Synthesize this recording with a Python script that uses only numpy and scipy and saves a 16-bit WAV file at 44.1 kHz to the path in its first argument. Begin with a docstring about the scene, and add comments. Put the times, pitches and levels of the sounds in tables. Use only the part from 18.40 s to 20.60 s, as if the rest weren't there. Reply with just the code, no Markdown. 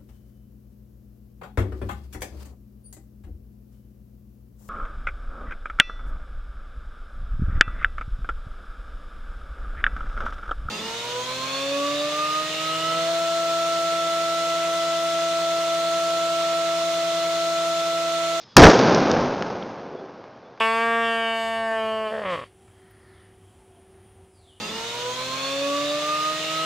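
"""Firecracker on a flat roof

A fuse hisses with a falling whistle, then a firecracker bursts a few metres from a phone.
The blast and its reflections from the parapets overload the microphone for a tenth of a second
while the pressure heaves. House fronts all over the town return cracks and a long rolling echo
that sinks into a quiet background."""
import sys
import numpy as np
from scipy import signal
from scipy.fft import rfft, irfft
from scipy.io import wavfile
from scipy.ndimage import uniform_filter1d

SR = 44100
rng = np.random.default_rng(int(sys.argv[2]) if len(sys.argv) > 2 else 0)


def store_wav(level_fs):
    """Save 16-bit WAV to argv[1]."""
    pcm = np.round(np.clip(np.atleast_2d(level_fs), -1, 1) * 32767)
    wavfile.write(sys.argv[1], SR, pcm.T.astype(np.int16))


N = 97020
TIME = np.arange(N) / SR
FREQS = np.fft.rfftfreq(N, 1 / SR)
BANG_S = .1665


def undb(db):
    """Amplitude ratio of a level in decibels."""
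    return 10 ** (np.asarray(db) / 20)


def unit(x):
    """Normalisation to an rms of 1."""
    return x / np.sqrt(np.mean(x ** 2))


def on_log(hz, points):
    """Interpolation of (f/Hz, value) on a log-frequency axis."""
    f, v = np.array(points, float).T
    return np.interp(np.log(np.maximum(hz, 1)), np.log(f), v)


def colour(x, points):
    """Spectral shaping by (f/Hz, level/dB), at rms 1."""
    return unit(irfft(rfft(x) * undb(on_log(FREQS, points)), N))


def resonate(x, hz, width_hz, widen=2):
    """Two resonators in cascade, the second `widen` times as broad."""
    for width in (width_hz, widen * width_hz):
        x = signal.lfilter(*signal.iirpeak(hz, hz / width, fs=SR), x)
    return x


def burst(start, t60, hold=0):
    """Exponential decay after an instant attack and a hold; times in s."""
    age = TIME - start
    return (age >= 0) * np.exp(-np.log(1000) * np.maximum(age - hold, 0) / t60)


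def bump(centre_s, spread_s):
    """Gaussian rise and fall around one moment."""
    return np.exp(-((TIME - centre_s) / spread_s) ** 2)


def tone(hz, waver_hz):
    """Random frequency modulation of a sine of rms 1."""
    pitch = hz + waver_hz * unit(uniform_filter1d(rng.standard_normal(N), size=60))
    return np.sqrt(2) * np.sin(2 * np.pi * np.cumsum(pitch) / SR)


def reflections(per_s=2600):
    """Diffuse field: echoes of random arrival time, strength and sign."""
    arrivals = rng.random(N) < per_s / SR
    strength = undb(np.minimum(rng.exponential(size=N), 4))
    return arrivals * strength * rng.choice([-1, 1], N)


# Spectrum of the town's background: f/Hz, level/dB
TOWN_SPECTRUM = [(25, -21), (70, -16.5), (120, 2.5), (220, -2.5), (500, -7), (1100, -8), (2200, -19),
                 (5000, -22), (7000, -33.5), (16000, -30)]
# Faint distant peeps: centre t/s, level/dB, f/Hz
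FAR_PEEPS = [(.115, -60, 3400), (1.582, -58.5, 3400), (1.68, -71.5, 3460), (1.96, -68, 3180),
             (2.062, -65, 3450)]


def town():
    """Ambient noise: a steady floor with a few brief, wavering tones."""
    peeps = sum(undb(db) * bump(when, .028) * tone(hz, waver_hz=55) for when, db, hz in FAR_PEEPS)
    return undb(-53.5) * colour(rng.standard_normal(N), TOWN_SPECTRUM) + peeps


def far_block():
    """Diffuse reflection: a far block of houses returns a late, dull swell."""
    return undb(-39) * bump(1.557, .16) * unit(resonate(reflections(), hz=400, width_hz=160))


# Spectrum of the town's echo before it decays: f/Hz, level/dB
ROLL_SPECTRUM = [(25, -13), (55, -20), (90, -7.5), (150, 1), (230, 3), (330, -2), (520, -1.5), (750, -5.5),
                 (1100, -10), (1620, -13.5), (1850, -19.5), (2350, -19), (2750, -22), (4300, -24),
                 (5100, -23), (6500, -27.5), (8500, -43), (16000, -48)]
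# Its reverberation time: f/Hz, T60/s
ROLL_DECAY = [(40, 2), (80, 2.33), (170, 2.01), (450, 2.795), (1200, 2.84), (2500, 2.54), (5500, 2.08)]
# Its swell about the steady decay: t/s, level/dB
ROLL_CONTOUR = [(.2, -31), (.36, -2.5), (.46, 2.5), (.62, 2), (.83, 4), (.98, 0.5), (1.1, 3), (1.33, 1),
                (1.58, 2), (1.8, 3.5), (2.15, 5.5)]


def rolling_echo():
    """Reverberation of the town: each octave decays at its own rate, and the bass builds up late."""
    spectrum = rfft(colour(reflections(), ROLL_SPECTRUM))
    octaves_hz = 31.25 * 2 ** np.arange(10)
    bass_rise = np.clip((TIME - BANG_S) / .54, 0, 1) ** 2
    roll = 0
    for hz, weights in zip(octaves_hz, np.eye(len(octaves_hz))):
        band = irfft(spectrum * on_log(FREQS, list(zip(octaves_hz, weights))), N)
        decay = burst(BANG_S, t60=on_log(hz, ROLL_DECAY))
        roll += band * decay * (bass_rise if hz < 100 else 1)
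    swell_db = np.interp(TIME, *np.array(ROLL_CONTOUR).T)
    return roll * undb(-9.5 + swell_db)


def near_surface(x, delay_s=.00375):
    """Comb filtering: a surface close to the phone adds a faint delayed copy."""
    return x + undb(-26.5) * np.interp(TIME - delay_s, TIME, x)


# Sharp echoes from house fronts: t/s, peak level/dB, f/Hz, bandwidth/Hz, scattered amplitude
FRONT_SLAPS = [(.182, 5, 5200, 2500, .4), (.392, -7.5, 3500, 5000, .6), (.5475, -8, 5100, 2200, .5),
               (.715, -7.5, 5000, 3000, .4), (.7168, -11.5, 1204, 3000, .1), (.9365, -33, 3500, 3500, .3),
               (1.0237, -12, 1190, 1300, .1), (1.0245, -19.5, 4200, 3000, .5), (1.226, -29, 3250, 550, .5)]
# Dull echoes from far buildings: t/s, peak level/dB, f/Hz, bandwidth/Hz, scattered amplitude
FAR_THUDS = [(.39, -8, 450, 247, 0.27), (1.397, -29, 710, 600, 0.076), (1.551, -25.5, 419, 159, 0.06),
             (1.602, -54, 480, 300, .1), (1.8405, -31.5, 1000, 700, 0.25), (2.176, -36.5, 1130, 1000, 0.48)]


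def single_echoes():
    """Specular reflection and scattering: each building returns a coloured pulse with a noisy tail."""
    echoes = 0
    for table, t60 in ((FRONT_SLAPS, .0053), (FAR_THUDS, .07)):
        for start, db, hz, width_hz, scattered in table:
            pulse = scattered * rng.standard_normal(N) * burst(start, t60)
            pulse[int(start * SR)] += 5  # the specular part
            echo = resonate(pulse, hz, width_hz)
            echoes += undb(db) * echo / np.abs(echo).max()
    return echoes


# Spectrum of the burning fuse: f/Hz, level/dB
FUSE_SPECTRUM = [(200, -7.5), (1200, -7.5), (2400, -2), (3700, 5.5), (5500, 1.5), (7000, -3.5),
                 (16000, -37)]


def fuse():
    """Combustion noise: a flare, then a hiss with a falling, fading whistle until the bang."""
    t = np.minimum(TIME, BANG_S)
    flare = undb(-52) * burst(0, t60=.018, hold=.04)
    hiss = colour(rng.standard_normal(N), FUSE_SPECTRUM) * (undb(-60) + flare)
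    whistle = undb(-58 - 30.5 * t) * tone(hz=5230 - 19000 * t ** 2, waver_hz=120.3)
    return (hiss + whistle) * (t < BANG_S)


def big_wall():
    """Slap echo: a big wall nearby throws the blast back."""
    echo = unit(resonate(reflections(), hz=1387, width_hz=900))
    return undb(-1) * echo * burst(start=.2335, t60=.14)


# Spectrum of the reflections on the roof: f/Hz, level/dB
ROOF_SPECTRUM = [(30, -37), (80, -23.5), (170, -1), (400, 4), (700, 0), (1100, -7), (1600, -9),
                 (2600, -18.5), (5500, -19), (7000, -23), (16000, -38)]


def parapets():
    """Multiple reflection: the blast clatters between the parapets."""
    return undb(-2.5) * colour(reflections(), ROOF_SPECTRUM) * burst(BANG_S, t60=.45, hold=.086)


def heave():
    """Low-frequency oscillation: the pressure swings unevenly under a flat-topped envelope."""
    rumble = resonate(rng.standard_normal(N), hz=38.5, width_hz=40, widen=1)
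    swings = np.cos(np.angle(signal.hilbert(rumble)))  # phase alone gives swings of equal size
    swell = np.exp(-((TIME - .234) / .056) ** 4) * (TIME > BANG_S)
    return undb(-11.5) * swings * swell


def thump():
    """Band-limited noise: the low body of the blast, held while the roof rings."""
    body = unit(resonate(rng.standard_normal(N), hz=102, width_hz=110))
    return undb(-9.5) * body * burst(BANG_S, t60=.06, hold=.1)


# Spectrum of the direct blast: f/Hz, level/dB
CRACK_SPECTRUM = [(60, -5), (300, -3.5), (1500, 1), (3000, -7), (5500, -5.5), (7000, -5.5), (16000, -34)]


def crack():
    """Direct sound: a first push of air, then a broadband impulse."""
    push = undb(-18) * bump(.1642, .001)
    noise = colour(rng.standard_normal(N), CRACK_SPECTRUM)
    return push + undb(12.5) * noise * burst(BANG_S, t60=.017, hold=.0011)


def scene():
    """Superposition at one microphone; both channels are alike."""
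    roll = near_surface(rolling_echo() + far_block())
    blast = crack() + parapets() + big_wall() + heave() + thump()
    mono = roll + blast + single_echoes() + fuse() + town()
    return np.array([mono, mono])


def saturate(x, ceiling, knee):
    """Soft clipping: peaks flatten towards a ceiling; a higher knee is harder."""
    return x / (1 + np.abs(x / ceiling) ** knee) ** (1 / knee)


def record(dry):
    """Overload and band limiting: the microphone saturates and dulls the sound, then the phone clips."""
    mic_lowpass = signal.butter(12, 6590, fs=SR, output="sos")
    top_cut = signal.ellip(8, .2, 70, 16000, fs=SR, output="sos")
    mic = saturate(dry, ceiling=2.6, knee=2.5)
    dull = signal.sosfilt(mic_lowpass, mic) + undb(-29) * mic  # a little treble leaks through
    return signal.sosfilt(top_cut, saturate(dull, ceiling=1, knee=6))


dry = scene()
out = record(dry)
store_wav(out)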